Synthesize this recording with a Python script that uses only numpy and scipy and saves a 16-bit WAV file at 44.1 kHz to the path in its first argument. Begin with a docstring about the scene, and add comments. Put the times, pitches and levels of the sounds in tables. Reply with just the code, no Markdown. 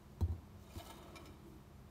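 """A quiet kitchen, one microphone near a glass hob. Something is set down beside it: each contact
ticks, knocks and sets the worktop booming, then the object settles once more. A soft rubbing swell
follows, like a hand or sleeve sliding over it: friction hisses and stirs the object's resonances,
with a faint squeak, a light bump and a few short scuffs and brushes over a dull rustle.
Further back lie the room's low answer to each thud, its rumble and a faint electrical hum."""
import sys
import numpy as np
from scipy import signal
from scipy.fft import rfft, irfft, next_fast_len
from scipy.io import wavfile
from scipy.ndimage import uniform_filter1d, map_coordinates

SR = 44100
rng = np.random.default_rng(int(sys.argv[2]) if len(sys.argv) > 2 else 0)


def bounce(signal):
    """Save signal as a 16-bit WAV file at the path given by the first command-line argument."""
    frames = np.transpose(np.atleast_2d(signal))
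    limited = np.clip(frames, -1, 1)
    pcm = np.round(limited * 32767).astype(np.int16)
    wavfile.write(sys.argv[1], SR, pcm)


N = 83790

# Contacts with the worktop. Each row: start in seconds, boom level in dB, boom rise in seconds,
# then knock, puff and tick levels in dB.
CONTACTS = [(0.2079, -26.5, 0.027, -36, -42.5, -51.5), (0.2824, -33.5, 0.03, -47, -61, -69),
            (0.3192, -53, 0.022, -48.5, -63, -67), (0.756, -40, 0.019, -47.5, -53.5, -75)]
# Modes of the knock and the tick. Each row: frequency in Hz, relative level in dB, T60 in seconds.
KNOCK_MODES = [(165, -1.5, 0.063), (225, -2.5, 0.13), (334, -6.5, 0.15), (454, -18, 0.067),
               (562, -17, 0.067), (684, -13, 0.033), (762, -17, 0.11), (945, -18.5, 0.1)]
TICK_MODES = [(3290, -13.5, 0.089), (3980, -4.5, 0.06), (4237, -14, 0.15), (8600, -15, .035),
              (13100, -12, 0.04)]
# Impact noise, bright in the tick, dull in the puff. 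Each row: frequency in Hz, relative level in dB.
CRACK_SPECTRUM = [(1500, -7), (4000, -4), (5000, 4), (7000, 9), (10000, -1), (15000, 5)]
PUFF_SPECTRUM = [(100, -5), (300, 2.5), (950, -7), (1400, -23), (3000, -34), (8000, -57)]

# Course of the stroke's hiss, ring, rustle and shuffle. Each row: time in seconds, level in dB.
HISS_ENVELOPE = [(0.55, -88), (0.63, -72.5), (0.69, -73.5), (0.73, -64.5), (0.79, -60.5), (0.825, -65),
                 (0.865, -62.5), (0.92, -66.5), (0.975, -65), (0.995, -73), (1.11, -75), (1.24, -74),
                 (1.4, -85)]
RING_ENVELOPE = [(0.55, -85), (0.68, -71), (0.76, -69.5), (0.80, -68.5), (0.83, -67.5), (0.92, -64),
                 (1.0, -65), (1.07, -68.5), (1.15, -71), (1.4, -82.5)]
RUSTLE_ENVELOPE = [(0.55, -73), (0.72, -64), (0.9, -59), (1.0, -59.5), (1.2, -59.5), (1.3, -63.5),
                   (1.42, -70), (1.7, -71.5)]
SHUFFLE_ENVELOPE = [(0.73, -80.5), (0.775, -53), (0.81, -80), (1.0, -68.5), (1.15, -64), (1.3, -63.5),
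                    (1.39, -75), (1.48, -60), (1.6, -68), (1.75, -88)]
# Colours of the friction noises. Each row: frequency in Hz, relative level in dB.
HISS_SPECTRUM = [(300, -35), (1500, -13), (2600, -4.5), (4300, -2), (7000, -1), (8000, -6), (9400, -1.5),
                 (10300, -9), (11500, -5.5), (15500, -6)]
BRUSH_SPECTRUM = [(500, -22), (2000, 3.5), (3500, 1), (7200, -0.5), (8200, -7.5), (9500, 1.5), (10500, -10),
                  (12000, -5), (15500, -18)]
RUSTLE_SPECTRUM = [(100, -46), (250, 2), (340, 7.5), (450, -3), (670, 1.5), (790, -6), (920, -3.5),
                   (1200, -2.5), (1500, -12.5), (2300, -17), (4000, -23), (9000, -79)]
SHUFFLE_SPECTRUM = [(120, -26), (230, -5), (330, 12.5), (400, 3.5), (520, -44), (1500, -28)]
# The object's resonances, rubbed and brushed. Each row: centre in Hz, width in Hz, relative level in dB.
RUB_RESONANCES = [(690, 85, 2.5), (915, 110, 1), (1308, 28, 3.5), (1665, 58, -3), (2163, 87, -3.5),
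                  (2375, 91, -7), (2985, 65, -2), (3140, 100, -7.5), (3690, 280, -9), (3750, 59, -3),
                  (4160, 160, -13.5), (4430, 42, -10), (7040, 52, -6.5)]
BRUSH_RESONANCES = [(1095, 37, 0.5), (1317, 27, 0.5), (2270, 75, -3), (2375, 31, 2), (3015, 68, -1.5),
                    (3760, 110, -8.5), (3950, 170, -11), (5250, 80, -5.5)]
# Catches in mid-stroke and brushes at its close.
# Each row: start in seconds, length in seconds, hiss level in dB, resonance level in dB.
STROKE_SCUFFS = [(0.78, .012, -74, -61.5), (0.794, 0.014, -91, -56.5), (0.863, .008, -70, -64),
                 (0.898, 0.013, -65, -59)]
CLOSING_BRUSHES = [(1.025, 0.0055, -68, -79), (1.155, 0.015, -58.5, -58.5), (1.255, .016, -65.5, -69.5)]

# The room's answer to a thud, and its own rumble. Each row: frequency in Hz, relative level in dB.
ECHO_SPECTRUM = [(35, -22), (65, 2), (100, 6.5), (140, -5.5), (230, -4), (400, -14.5), (1000, -24),
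                 (2000, -36.5), (6000, -48)]
ROOM_SPECTRUM = [(20, -31), (40, -4.5), (62, 2), (90, 1), (115, -9), (140, -1), (175, -9), (230, -8.5),
                 (280, -19), (360, -12), (480, -20), (1000, -20.5), (1600, -28.5), (2500, -32.5),
                 (5000, -36.5), (8500, -40), (10300, -43.5), (12000, -37.5), (15500, -45)]
# Tones of the electrical hum. Each row: frequency in Hz, level in dB.
HUM_TONES = [(202, -66.5), (134.9, -75.5)]

BOOM_HZ, BOOM_SHAPE = 83.8, 1.48  # the worktop's lowest mode
BOOM_TAIL_DB, BOOM_TAIL_HZ, BOOM_TAIL_T60_S = -20.5, 79.86, 0.75  # level relative to the boom
ROUGH_DB, ROUGH_KNOTS_PER_S, HISS_T60_S = 1.62, 210, 0.047
ECHO_DB, ECHO_RISE_S, ECHO_T60_S = -22.5, 0.023, 0.82  # level relative to the boom
ROOM_DB, ROOM_FALL_DB_PER_S = -58, 0.27


def thuds():
    """Each contact ticks, knocks and sets the worktop's lowest mode swelling and dying."""
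    out = np.zeros(N)
    for start, boom_db, rise_s, knock_db, puff_db, tick_db in CONTACTS:
        t = since(start)
        rise = t / rise_s
        swell = (rise * np.exp((1 - rise ** 2) / 2)) ** BOOM_SHAPE  # peaks at 1 after rise_s
        boom = -swell * np.sin(2 * np.pi * BOOM_HZ * t)
        linger = amp(BOOM_TAIL_DB) * (1 - np.exp(-rise)) * fade(t, BOOM_TAIL_T60_S)
        tail = linger * np.sin(2 * np.pi * BOOM_TAIL_HZ * t)
        knock = amp(knock_db) * ring(KNOCK_MODES, t)
        puff = amp(puff_db) * fade(t, t60_s=0.063) * noise(PUFF_SPECTRUM)
        crack = amp(-3.5) * fade(t, t60_s=0.053) * noise(CRACK_SPECTRUM)
        tick = amp(tick_db) * (ring(TICK_MODES, t) + crack)
        out += amp(boom_db) * (boom + tail) + knock + puff + tick
    return out


def rubbing():
    """A long stroke that catches a few times: rough hiss plus the resonances of the rubbed object."""
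    hiss, body = level(HISS_ENVELOPE), level(RING_ENVELOPE)
    for start, length, hiss_db, body_db in STROKE_SCUFFS:
        hiss += amp(hiss_db) * burst(start, length, HISS_T60_S)
        body += amp(body_db) * burst(start, length, t60_s=0.053)
    grain = amp(ROUGH_DB * wobble(ROUGH_KNOTS_PER_S))
    return grain * hiss * patchy(noise(HISS_SPECTRUM)) + body * resonant(RUB_RESONANCES)


def brushing():
    """Short brushes hiss over the object and leave its resonances lingering faintly."""
    hiss, body = np.zeros(N), np.zeros(N)
    for start, length, hiss_db, body_db in CLOSING_BRUSHES:
        hiss += amp(hiss_db) * burst(start, length, HISS_T60_S)
        tail = amp(-12.5) * burst(start, length, t60_s=1)
        body += amp(body_db) * (burst(start, length, t60_s=0.076) + tail)
    grain = amp(ROUGH_DB * wobble(ROUGH_KNOTS_PER_S))
    return grain * (hiss * patchy(noise(BRUSH_SPECTRUM)) + body * resonant(BRUSH_RESONANCES))


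def rustle():
    """The dull rustle and low, hollow shuffle of the movement outlast the hiss."""
    shuffle = level(SHUFFLE_ENVELOPE) * noise(SHUFFLE_SPECTRUM)
    return level(RUSTLE_ENVELOPE) * noise(RUSTLE_SPECTRUM) + shuffle


def squeak(start_s=0.703, hz=2426, db=-63):
    """A brief stick-slip tone as the stroke takes hold."""
    envelope = burst(start_s, length_s=0.0079, t60_s=0.07)
    return amp(db) * envelope * np.sin(2 * np.pi * hz * since(start_s))


def echo():
    """Each thud leaves a dull, diffuse tail in the room."""
    tails = np.zeros(N)
    for start, boom_db, *_ in CONTACTS:
        t = since(start)
        tails += amp(boom_db + ECHO_DB) * (1 - np.exp(-t / ECHO_RISE_S)) * fade(t, ECHO_T60_S)
    return tails * noise(ECHO_SPECTRUM)


def room_tone(waver_db=2.5, drift_rad=0.5):
    """Behind everything, the kitchen's rumble and a slightly wavering electrical hum."""
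    t = since(0)
    hum = np.zeros(N)
    for hz, db in HUM_TONES:
        peak = np.sqrt(2) * amp(db + waver_db * wobble(4.79))
        hum += peak * np.sin(2 * np.pi * hz * t + drift_rad * wobble(4.9))
    return hum + amp(ROOM_DB - ROOM_FALL_DB_PER_S * t) * noise(ROOM_SPECTRUM)


def amp(db):
    """Decibels to gain."""
    return 10 ** (np.asarray(db) / 20)


def unit(x):
    """Scale to rms 1."""
    return x / np.sqrt(np.mean(x ** 2) + 1e-20)


def since(start_s):
    """Seconds after the start, zero before."""
    return np.maximum(np.arange(N) / SR - start_s, 0)


def level(envelope):
    """Gain per sample from points of seconds and dB."""
    return amp(np.interp(since(0), *np.transpose(envelope)))


def fade(t, t60_s):
    """Exponential decay from the moment t turns positive, 60 dB down after t60_s."""
    return (t > 0) * np.exp(-np.log(1000) * t / t60_s)


def burst(start_s, length_s, t60_s, attack_s=0.0012):
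    """Envelope of a short rub: attack, hold, release."""
    attack = np.minimum(since(start_s) / attack_s, 1)
    return attack * np.exp(-np.log(1000) * since(start_s + length_s) / t60_s)


def wobble(knots_per_s):
    """A smooth random curve."""
    return map_coordinates(rng.standard_normal(4096), [since(0) * knots_per_s], mode="wrap")


def ring(modes, t):
    """Damped modes, alternating in sign."""
    return sum((-1) ** k * amp(db) * fade(t, t60_s) * np.sin(2 * np.pi * hz * t)
               for k, (hz, db, t60_s) in enumerate(modes))


def filtered(x, response):
    """Shape x by a gain that depends on frequency."""
    size = next_fast_len(N + SR // 2)
    return irfft(rfft(x, size) * response(np.fft.rfftfreq(size, 1 / SR)), size)[:N]


def noise(spectrum):
    """Noise of rms 1 coloured by points of Hz and dB."""
    hz, db = np.transpose(spectrum)
    colour = lambda f: amp(np.interp(np.log(f + 1), np.log(hz), db))
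    return unit(filtered(rng.standard_normal(N), colour))


def resonant(peaks):
    """Noise through steep resonances, scaled to rms 1."""
    body = lambda f: sum(amp(db) / (1 + (2 * (f - hz) / width) ** 2) for hz, width, db in peaks)
    return unit(filtered(rng.standard_normal(N), body))


def patchy(x, depth_db=3.5):
    """Random patches of gain over time and frequency, as the contact shifts."""
    spectra = signal.stft(x, nperseg=1024)[2]
    patches = uniform_filter1d(rng.standard_normal(spectra.shape), size=4, axis=0)  # across frequency
    patches = uniform_filter1d(patches, size=6, axis=1)  # across time
    spectra *= amp(depth_db * unit(patches))
    return unit(signal.istft(spectra, nperseg=1024)[1][:N])


def scene():
    """The object and the room behind it, at one microphone."""
    return (thuds() + rubbing() + brushing() + rustle() + squeak() + echo() + room_tone())[None]


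def record(dry, top_hz=15650):
    """The recorder keeps nothing above its band limit."""
    return filtered(dry[0], lambda hz: hz < top_hz)[None]


dry = scene()
out = record(dry)
bounce(out)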